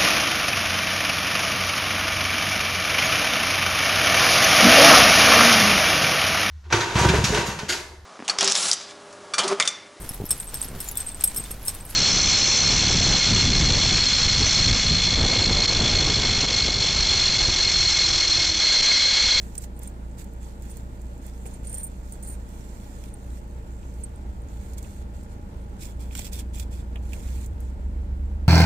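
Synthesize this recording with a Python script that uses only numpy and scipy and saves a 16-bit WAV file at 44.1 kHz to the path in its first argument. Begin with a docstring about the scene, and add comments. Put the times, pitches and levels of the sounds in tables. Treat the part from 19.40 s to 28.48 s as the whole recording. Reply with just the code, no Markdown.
"""An earthworks site: two diesel dump trucks idle while a V8 pulls away and comes closer.
Their exhausts throb at the firing rates over a dull mechanical roar, scattered by a wooded slope.
Fingers shift on the hand-held camera: skin slides, catches and chatters on the case, which
rustles, ticks, thuds and squeaks next to the right microphone port."""
import sys
import numpy as np
from scipy import signal
from scipy.fft import rfft, irfft, next_fast_len
from scipy.io import wavfile
from scipy.ndimage import uniform_filter1d, map_coordinates

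SR = 44100
rng = np.random.default_rng(int(sys.argv[2]) if len(sys.argv) > 2 else 0)


def materialize(psi):
    """Save the field psi as 16-bit PCM at rate SR to the path in sys.argv[1].

    A 1-D psi becomes a single channel; in a 2-D psi each row is a channel.
    """
    bounded = np.clip(np.atleast_2d(psi).T, -1, 1)
    quanta = np.round(bounded * 32767).astype(np.int16)
    wavfile.write(sys.argv[1], SR, quanta)


N = 400428
CYLINDERS = 8


def amp(db):
    """Decibels to gain."""
    return 10 ** (np.asarray(db) / 20)


def unit(x):
    """Scale to rms 1."""
    return x / np.sqrt(np.mean(x ** 2) + 1e-20)


def along(points, hz):
    """(Hz, value) points read on a log axis."""
    knots_hz, values = np.transpose(points)
    return np.interp(np.log(hz + 1), np.log(knots_hz + 1), values)


def curves(rows):
    """One value per sample for each column after the time."""
    times_s, *columns = np.transpose(rows)
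    return [np.interp(np.arange(N) / SR, times_s, column) for column in columns]


def wobble(rate_hz):
    """Smooth random curve, rate_hz knots a second."""
    knots = rng.standard_normal(int(N * rate_hz / SR) + 4)
    grid = np.arange(0, len(knots), 1 / 8)
    return np.interp(np.arange(N) * rate_hz / SR, grid, map_coordinates(knots, [grid], mode="nearest"))


def filtered(x, response):
    """x through a complex frequency response."""
    size = next_fast_len(N + SR // 2)
    return irfft(rfft(x, size) * response(np.fft.rfftfreq(size, 1 / SR)), size)[..., :N]


def coloured(x, spectrum):
    """x through a (Hz, dB) spectrum, at rms 1."""
    return unit(filtered(x, lambda hz: amp(along(spectrum, hz))))


def resonances(modes, hz):
    """Causal response of (centre Hz, width Hz, dB) modes, alternating in sign."""
    return sum((-1) ** k * amp(db) * 1j * hz * width / (centre ** 2 - hz ** 2 + 1j * hz * width)
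               for k, (centre, width, db) in enumerate(modes))


def add(out, start_s, sound):
    """Mix a short sound into out."""
    out[:, round(start_s * SR):][:, :sound.shape[1]] += sound


def burst(response, t60_s, attack_s):
    """One contact: a pair of filtered noises, dying away."""
    t = np.arange(SR // 4) / SR
    noise = rng.standard_normal((2, len(t)))
    body = irfft(rfft(noise) * response(np.fft.rfftfreq(len(t), 1 / SR)), len(t))
    return unit(body) * amp(-60 * t / t60_s) * (1 - np.exp(-t / attack_s))


def friction(grain_db):
    """Skin on plastic: noise of tiny, uneven slips."""
    return unit(rng.standard_normal((2, N)) * amp(grain_db * wobble(1500) + 0.72 * wobble(90)))


def crunch(rate_hz, spread_db, t60_s):
    """Separate slips, a few much larger than the rest; each rings at three random pitches."""
    draw = rng.random((int(rate_hz * N / SR), 8))
    t = np.arange(int(t60_s * SR)) / SR
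    indices = ((draw[:, :1] * N).astype(int) + np.arange(len(t))).ravel()
    envelopes = amp(spread_db * np.minimum(-np.log(draw[:, 1:2]), 3.5) - 60 * t / t60_s)
    pitches_hz = (1500 + 14000 * draw[:, 2:]).T.reshape(2, 3, -1, 1)
    slips = [envelopes * np.sin(2 * np.pi * hz * t).sum(0) for hz in pitches_hz]
    return unit(np.array([np.bincount(indices, channel.ravel(), N)[:N] for channel in slips]))


def moving_contact(x, patchy_db):
    """The scrape changes colour as the point of contact moves."""
    spectra = signal.stft(x, nperseg=512)[2]
    patches = uniform_filter1d(rng.standard_normal(spectra.shape[1:]), size=4, axis=0)
    patches = uniform_filter1d(patches, size=9, axis=1)
    return unit(signal.istft(spectra * amp(patchy_db * unit(patches)), nperseg=512)[1][:, :N])


def held_case(x, dull, ringing, grip_db):
    """The case colours the scrape; the grip damps now one resonance, now another."""
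    # Each row: centre in Hz, width in Hz, gain in dB.
    case_modes = [(2440, 160, -5), (3355, 60, 3), (3485, 55, 2), (5420, 130, -4), (5780, 70, 0),
                  (6380, 60, 0), (7210, 110, -6), (7600, 280, -3), (9420, 160, -5), (9790, 190, -6),
                  (12300, 150, -8), (14600, 500, -5)]
    hz, t, spectra = signal.stft(x, SR, nperseg=1024)
    grip = unit(uniform_filter1d(rng.standard_normal((len(case_modes), len(t))), size=14, axis=1))
    mode_power = np.array([abs(resonances([mode], hz)) for mode in case_modes]).T ** 2
    ring_power = mode_power @ amp(grip_db * grip) ** 2
    return signal.istft(spectra * np.sqrt(dull + ringing * ring_power), SR, nperseg=1024)[1][:, :N]


def strokes(rows, attack_s=0.022, t60_s=0.078):
    """Gain of sliding fingers: each stroke starts quickly, swells or fades, then comes to rest."""
    gain, t = np.zeros(N + SR), np.arange(SR) / SR
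    for start_s, length_s, db, swell_db in rows:
        sliding_db = db + swell_db * (np.minimum(t / length_s, 1) - .5)
        stopping_db = -60 * np.maximum(t - length_s, 0) / t60_s
        start = max(round((start_s - attack_s / 2) * SR), 0)
        gain[start:][:SR] += amp(sliding_db + stopping_db) * np.minimum(t / attack_s, 1)
    return gain[:N]


def finger_rustle():
    """Light brushes and firm rubs over the resting grip; a rub rings the case more."""
    # Each row: start in seconds, length in seconds, relative level in dB, swell over the stroke in dB.
    brushes = [ (0.0, 0.15, -57.5, -9), (.15, 0.11, -57, 8), (.42, 0.086, -55, -11),
               (.78, 0.051, -50.5, -1), (1.015, 0.13, -60, -6), (1.22, 0.2, -58.5, -1), (1.4, 0.41, -85, 4),
               (1.815, 0.085, -57.5, 4), (1.92, 0.26, -62.5, 7), (2.058, 0.019, -55, 2),
               (2.235, 0.19, -55, 2.5), (2.64, 0.13, -64, 11), (2.825, 0.14, -60, -1),
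               (3.09, 0.61, -59.5, 1.5), (3.78, 0.22, -64.5, 10), (4.3, 0.37, -67, 16),
               (5.08, 0.275, -61, 5), (5.378, 0.022, -47.5, -4), (5.425, 0.21, -58.5, -4),
               (5.74, 0.12, -62.5, -5), (5.89, 0.065, -64.5, -3), (7.62, 0.12, -61, 4),
               (7.73, 0.082, -54.5, 4), (7.82, 0.24, -53, -0.5), (8.205, 0.11, -64.5, -1)]
    rubs = [(6.385, 0.059, -55, 22), (6.445, 0.087, -56.5, -10), (6.6, 0.11, -60, -17),
            (6.71, 0.057, -56, 5), (6.764, 0.075, -46, -6), (6.84, 0.047, -47.5, 5),
            (6.925, 0.054, -45.5, -4), (6.982, 0.028, -45, 5.5), (7.14, 0.1, -51, -1.5),
            (7.315, 0.11, -58, -7), (7.705, .05, -61, 6)]
    # Each row: frequency in Hz, relative density in dB.
    brush_spectrum = [(1000, -3), (2000, 0.5), (3200, -4.5), (4300, 0), (5200, -6), (6200, -2), (7300, 2.5),
                      (8800, 2.5), (10500, -6), (13000, -5.5), (14800, -7.5), (15800, -8)]
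    rub_spectrum = [(500, -25), (1300, -8), (1900, -2), (2400, 2), (2900, -1.5), (3400, 1), (4400, 1.5),
                    (5400, 0), (6000, -3.5), (7600, 4), (8600, 5), (9600, 1), (11000, -2.5), (15500, -5.5)]
    # Each row: time in seconds, relative level in dB.
    resting_grip = [(0, -68.5), (2.6, -62.5), (4.5, -66.5), (5.9, -69), (6.5, -68), (8.3, -70.5),
                    (9.08, -75)]
    light_grit = crunch(rate_hz=300, spread_db=3, t60_s=.005)
    firm_grit = crunch(rate_hz=800, spread_db=3, t60_s=.003)
    light = coloured(friction(grain_db=0) + .55 * light_grit, brush_spectrum)
    firm = coloured(friction(grain_db=1.5) + .9 * firm_grit, rub_spectrum)
    light = moving_contact(light, patchy_db=2)
    firm = moving_contact(firm, patchy_db=1.5)
    light = held_case(light, dull=.6, ringing=.7, grip_db=3.5)
    firm = held_case(firm, dull=.4, ringing=1.8, grip_db=2.5)
    touch = np.hypot(strokes(brushes), amp(curves(resting_grip)[0]))
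    return touch * amp(3.5) * light + strokes(rubs) * amp(6.5) * firm


def skin_ticks():
    """Skin catches on the case; a firmer catch reaches lower in frequency."""
    # Each row: start in seconds, relative level in dB, T60 in seconds, lower edge in Hz.
    catches = [(.1535, -32, .02, 5000), (.179, -30, 0.029, 5170), (0.22, -38, 0.083, 6000),
               (.2384, -35, .04, 3000), (.3912, -34, 0.027, 8500), (.4328, -32, .021, 8500),
               (.474, -41, .028, 6500), (.7842, -41, 0.022, 4500), (.7941, -40, .03, 5000),
               (0.8426, -41, 0.032, 6000), (.9357, -43, .018, 8000), (1.2226, -38.5, 0.02, 5500),
               (1.299, -41, 0.024, 6000), (1.370, -35, 0.032, 7000), (1.6168, -43.5, 0.02, 6500),
               (1.7793, -46, .014, 6500), (1.865, -37, .03, 7000), (2.0575, -41, .015, 6000),
               (2.0632, -37, .022, 6000), (2.2334, -48, .022, 6500), (2.343, -32.5, .033, 6500),
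               (2.7232, -34, .016, 6500), (2.736, -41, .02, 6500), (2.827, -32, .014, 7000),
               (3.0895, -43.5, .025, 6000), (3.638, -41, .035, 4000), (4.636, -49, .016, 7000),
               (5.2875, -53, .025, 6000), (5.3344, -40, .02, 4000), (5.381, -32.5, .037, 6040),
               (5.4272, -39, 0.033, 5000), (5.8342, -46, .025, 6000), (6.1705, -53, .025, 6000),
               (6.7518, -23.5, 0.018, 3000), (6.792, -24.5, 0.031, 1900), (6.8464, -36, .02, 5000),
               (6.9243, -40, .015, 3500), (6.932, -28.5, 0.037, 4000), (7.1974, -28, 0.039, 3000),
               (7.208, -39, 0.018, 4500), (7.5582, -43.5, .02, 7000), (7.7326, -33.5, 0.033, 2800),
               (8.06, -39, 0.053, 6500), (8.2034, -42.5, 0.041, 8000)]
    # Each row: frequency in Hz, relative density in dB.
    spectrum = [(1500, 0), (3000, 1.5), (5500, -0.5), (8300, 4), (11000, -1.5), (15000, -3)]
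    out = np.zeros((2, N + SR))
    for start_s, db, t60_s, edge_hz in catches:
        response = lambda hz: hz ** 4 / np.hypot(hz ** 4, edge_hz ** 4) * amp(along(spectrum, hz))
        add(out, start_s, amp(db - 4) * burst(response, t60_s, attack_s=.00024))
    return out[:, :N]


def case_snaps():
    """The hollow case creaks and snaps under the grip."""
    # Each row: start in seconds, relative level in dB, T60 in seconds, pitch in Hz.
    snaps = [(.1535, -48, .015, 2500), (0.178, -51, .015, 2500), (.239, -56, .035, 2400),
             (2.057, -47, .02, 2280), (2.0632, -48, 0.021, 2500), (2.335, -54, .03, 2500),
             (3.6385, -50, 0.032, 2540), (4.429, -54, .035, 2520), (5.3344, -52, 0.018, 2500),
             (5.446, -50.5, 0.043, 2500), (6.709, -44, .028, 2400), (6.727, -45, .028, 2400),
             (6.7517, -30.5, 0.022, 2400), (6.7926, -39, .032, 2550), (7.007, -49, 0.017, 2450),
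             (7.198, -44, .038, 2430), (7.5573, -36.5, 0.027, 2570), (7.57, -46, .03, 2500),
             (7.722, -46, .035, 2400), (7.7328, -39.5, 0.047, 2450)]
    # Each row: multiple of the pitch, width in Hz, gain in dB.
    shell_modes = [(.58, 700, 2.5), (1, 400, 14), (1.32, 280, 11)]
    out = np.zeros((2, N + SR))
    for start_s, db, t60_s, pitch_hz in snaps:
        modes = [(ratio * pitch_hz, width_hz, gain_db) for ratio, width_hz, gain_db in shell_modes]
        add(out, start_s, amp(db) * burst(lambda hz: resonances(modes, hz), t60_s, attack_s=.0003))
    return out[:, :N]


def camera_thuds(width_hz=360):
    """The hand bumps the whole camera; the pitch depends on where it presses."""
    # Each row: start in seconds, relative level in dB, pitch in Hz.
    bumps = [(.238, -48, 526), (2.055, -35.5, 490), (2.335, -38.5, 463), (6.79, -40.5, 700),
             (7.558, -42, 726), (7.732, -44, 600)]
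    out = np.zeros((2, N + SR))
    for start_s, db, pitch_hz in bumps:
        response = lambda hz: resonances([(pitch_hz, width_hz, 0)], hz) ** 2
        add(out, start_s, amp(db) * burst(response, t60_s=.077, attack_s=.0017))
    return out[:, :N]


def finger_squeaks(upper_hz=13630):
    """Stick-slip of a fingertip on the case: part shrill whistle, part rasp."""
    # Each row: start in seconds, relative level in dB, length in seconds, pitch in Hz,
    # roughness from 0 to 1, upper resonance in dB.
    squeaks = [(.179, -31, .0097, 8470, 0.2, -30), (.364, -53.5, 0.018, 8600, .6, -30),
               (.4325, -39.5, 0.0056, 8830, .74, -16), (.4735, -39.5, 0.01, 8690, 0.4, -13),
               (1.305, -44.5, .02, 8690, .5, -14), (2.064, -41.5, 0.017, 8570, 0.3, -22),
               (2.136, -46, .016, 8630, 0.4, -20), (2.248, -48, .022, 8690, .3, -24),
               (2.271, -39.5, 0.015, 8690, 0.05, -24), (2.294, -42, .033, 8690, .3, -17),
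               (2.328, -38, 0.016, 8780, 0.4, -14), (2.343, -32, 0.017, 8760, .33, -16),
               (2.371, -35.5, 0.051, 8725, 0, -15), (2.432, -30.5, .023, 8760, 0.14, -11),
               (2.464, -42.5, .016, 8770, 0.4, -8), (2.722, -43.5, .022, 8580, 0.5, -20),
               (2.829, -42.5, 0.047, 8880, 0.9, -10), (2.872, -42.5, 0.068, 8750, .6, -9),
               (3.739, -45, 0.01, 8740, 0.4, -16), (4.636, -34, 0.012, 8300, 0.1, -34),
               (4.692, -61, 0.0071, 8400, 0.5, -30), (4.759, -55, .008, 8500, 0.3, -30),
               (5.018, -54, .008, 8700, .6, -25)]
    t = np.arange(N) / SR
    pitch_hz = np.full(N, float(squeaks[0][3]))
    tone_gain, rasp_gain, upper_gain = np.zeros((3, N))
    for start_s, db, length_s, hz, roughness, upper_db in squeaks:
        gain = amp(db) * np.interp(t - start_s, [0, .001, .6 * length_s, 1.4 * length_s], [0, 1, .7, 0])
        tone_gain += gain * np.sqrt(1 - roughness)
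        rasp_gain += gain * np.sqrt(roughness)
        start = round(start_s * SR)
        pitch_hz[start:], upper_gain[start:] = hz, amp(upper_db)
    whistle = lambda hz, stray_hz: np.sin(2 * np.pi * np.cumsum(hz + stray_hz * wobble(500)) / SR)
    chatter = amp(3.2 * wobble(250))
    tone = unit(chatter * (whistle(pitch_hz, stray_hz=90) + upper_gain * whistle(upper_hz, stray_hz=70)))
    rasp = unit(filtered(friction(grain_db=5), lambda hz: resonances([(8750, 1300, 0)], hz) ** 2))
    return amp(5.5) * tone_gain * np.array([tone, np.zeros(N)]) + rasp_gain * amp([[2.5], [-4]]) * rasp


def at_ports(mid_side, lag_s=.00054):
    """Sound from the right end of the case reaches the left port later and weaker."""
    # Each row: frequency in Hz, left minus right in dB.
    balance = [(1000, -2), (2400, -9.5), (3500, -3), (5400, -10), (7500, -13.5), (8800, -1.5), (10000, -2),
               (12500, -5.5), (14000, -9.5), (15300, -12)]
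    mid, side = mid_side
    pair = np.array([mid + side, mid - side]) / np.sqrt(2)
    half = np.array([[.5], [-.5]])
    return filtered(pair, lambda hz: amp(half * along(balance, hz))
                    * np.exp(-2j * np.pi * hz * lag_s * half))


def wooded_slope(pair):
    """Two unrelated signals as a scattered field, most alike in the bass."""
    # Each row: frequency in Hz, left-right correlation.
    coherence = [(60, 0.68), (130, 0.44), (290, 0.87), (640, -0.013), (900, 0.25), (1280, -0.92),
                 (1900, 0.34), (3100, -0.097)]
    angle = lambda hz: np.arccos(along(coherence, hz)) / 2
    mid, side = filtered(pair, lambda hz: np.array([np.cos(angle(hz)), np.sin(angle(hz))]))
    return np.array([mid + side, mid - side])


def engine_phase(rate_hz, hunting):
    """Periods completed by an engine whose speed hunts a little."""
    return np.cumsum(rate_hz * (1 + hunting * wobble(4))) / SR


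def firing_noise(cycles, repeat_share, depth):
    """Noise pulsing at each firing; a share recurs every four-stroke cycle."""
    size = int(N / cycles[-1])
    pattern = np.array([np.interp(cycles % 1 * size, np.arange(size), one_cycle)
                        for one_cycle in rng.standard_normal((2, size))])
    fresh = rng.standard_normal((2, N))
    pulses = 1 + depth * np.cos(2 * np.pi * CYLINDERS * cycles)
    return unit(pulses * (np.sqrt(repeat_share) * unit(pattern) + np.sqrt(1 - repeat_share) * fresh))


def mechanical_roar(near_firings, far_firings, v8_cycles):
    """Rumble and clatter tied to the cycles of all three diesels."""
    # Each row: time in seconds, relative rumble and clatter levels in dB.
    levels = [(0, -45.5, -54.5), (2.3, -46, -54), (4.5, -45.5, -54.5), (6.5, -44.5, -53.5),
              (8.2, -42.5, -54), (8.6, -43, -54), (9.08, -43, -54.5)]
    # Each row: frequency in Hz, relative density in dB.
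    rumble_spectrum = [(20, -20), (32, -9), (42, 1), (55, -1), (75, 3), (100, -5), (130, -1), (158, -6),
                       (176, -7), (205, -2.5), (225, -6), (270, -5), (340, -13.5), (450, -24), (700, -72.5)]
    clatter_spectrum = [(200, -15), (380, -0.5), (470, 2), (520, -2), (590, 0.5), (720, -6), (850, -2),
                        (1100, -11), (1330, -5.5), (1600, -13.5), (2400, -18.5), (3500, -22.5),
                        (6000, -27.5), (15000, -35.5)]
    engines = (near_firings / CYLINDERS, far_firings / CYLINDERS, v8_cycles)
    roar = sum(firing_noise(cycles, repeat_share=.42, depth=.22) for cycles in engines)
    rattle = sum(firing_noise(cycles, repeat_share=.24, depth=.22) for cycles in engines)
    rumble_db, clatter_db = curves(levels)
    puffs = 1 + .4 * np.cos(np.pi * near_firings) + .3 * np.cos(2 * np.pi * near_firings)
    rumble = amp(rumble_db) * unit(puffs * coloured(roar, rumble_spectrum))
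    flutter_db = .7 * wobble(22)
    clatter = amp(clatter_db + 2.5 + flutter_db) * coloured(rattle, clatter_spectrum)
    return rumble + clatter


def exhaust(phase, orders, waver_db):
    """Clean engine orders, each wavering in the open air."""
    return sum(amp(db + waver_db * wobble(3.065)) * np.sqrt(2)
               * np.sin(2 * np.pi * (order * phase + rng.random())) for order, db in orders)


def chug(phase, orders, uneven_db):
    """Orders in step make distinct puffs, strong and weak by turns, no two quite alike."""
    puffs = sum(amp(db) * np.sqrt(2) * np.cos(2 * np.pi * order * phase) for order, db in orders)
    return amp(uneven_db * wobble(30)) * puffs


def idling_exhausts(near_firings, far_firings):
    """The near truck chugs, the far one drones."""
    # Each row: multiple of the firing rate, level in dB.
    near_orders = [(.5, -43.5), (1, -38), (1.5, -54), (2, -60), (2.25, -65), (3, -61.5), (3.5, -64),
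                   (4, -61), (4.25, -64), (4.5, -64), (5.5, -65), (6.125, -73), (7.375, -72), (7.625, -71),
                   (7.75, -64), (8.25, -70), (9.375, -72.5), (9.5, -73), (9.625, -73), (9.875, -69.5),
                   (10.5, -72), (11.375, -77), (13.75, -77)]
    far_orders = [(1, -53), (2, -51.5), (2.5, -64), (3, -57), (3.25, -62), (3.375, -58), (3.5, -54.5),
                  (4, -65), (6, -61.5), (8, -70), (10, -72), (14.5, -76), (16, -77)]
    return chug(near_firings, near_orders, uneven_db=.5) + exhaust(far_firings, far_orders, waver_db=1.4)


def v8_boom(cycles, centre_hz=199, width_hz=13.7):
    """A hollow resonance booms as the V8 works harder."""
    # Each row: time in seconds, level in dB.
    levels = [(4.5, -69), (5.9, -57), (7.3, -59), (8.0, -58.5), (8.35, -60.5), (8.55, -48), (9.08, -50.5)]
    drive = firing_noise(cycles, repeat_share=.39, depth=.17)[0]
    ring = filtered(drive, lambda hz: resonances([(centre_hz, width_hz, 0)], hz) ** 2)
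    return amp(curves(levels)[0]) * unit(ring)


def v8_exhaust(cycles):
    """Firing tone and the lope of uneven banks, growing as the V8 clears a heap and comes closer."""
    # Each row: time in seconds, firing tone level in dB, lope gain in dB.
    approach = [(1.9, -62, -60), (2.3, -47, -57), (2.9, -48, -55), (3.8, -55, -48), (4.4, -50, -48),
                (5.4, -40, -44), (5.9, -44, -45.5), (6.35, -38, -45), (6.7, -38, -46.5), (7.15, -33.5, -43),
                (7.55, -36.5, -44), (7.75, -34.5, -43), (8.1, -28.5, -40), (8.3, -34.5, -46.5),
                (8.5, -30, -40), (9.08, -29, -43.5)]
    # Each row: multiple of the cycle rate, relative level in dB.
    bank_orders = [(5, 1), (9, -9), (10, -10), (11, -1), (13, -7)]
    # Each row: frequency in Hz, exhaust pipe gain in dB.
    pipe = [(25, -33), (35, -10), (39, -1), (43, 9), (50, 6), (70, 3), (85, 0.5), (95, -5), (105, -4),
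            (125, -30)]
    firing_db, lope_db = curves(approach)
    firing = exhaust(cycles, [(CYLINDERS, 0)], waver_db=.4)
    banks = exhaust(cycles, bank_orders, waver_db=1.5)
    lope = filtered(banks, lambda hz: amp(along(pipe, hz)))
    return amp(firing_db) * firing + amp(lope_db) * lope


def scene():
    """Three trucks across the site and the hand on the camera."""
    # The driver works the throttle. Each row: time in seconds, four-stroke cycles per second.
    v8_speed = [(2.1, 5.0), (3.6, 5.5), (5.0, 6.55), (5.35, 7.05), (5.75, 7.18), (6.0, 7.6), (6.35, 7.45),
                (6.78, 7.95), (7.05, 7.5), (7.45, 7.5), (7.85, 8.08), (8.12, 7.68), (8.4, 8.35),
                (8.7, 8.45), (9.08, 9.0)]
    near_firings = engine_phase(60.02, hunting=.0007)
    far_firings = engine_phase(56.93, hunting=.001)
    v8_cycles = engine_phase(curves(v8_speed)[0], hunting=.001)
    exhausts = idling_exhausts(near_firings, far_firings) + v8_exhaust(v8_cycles)
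    scattered = wooded_slope(mechanical_roar(near_firings, far_firings, v8_cycles))
    direct = (exhausts + v8_boom(v8_cycles)) * amp([[-.5], [.5]])
    handling = finger_rustle() + skin_ticks() + case_snaps() + camera_thuds() + finger_squeaks()
    return direct + scattered + at_ports(handling)


def record(dry):
    """The camera keeps nothing above its band limit."""
    return filtered(dry, lambda hz: hz < 15600)


dry = scene()
out = record(dry)
materialize(out)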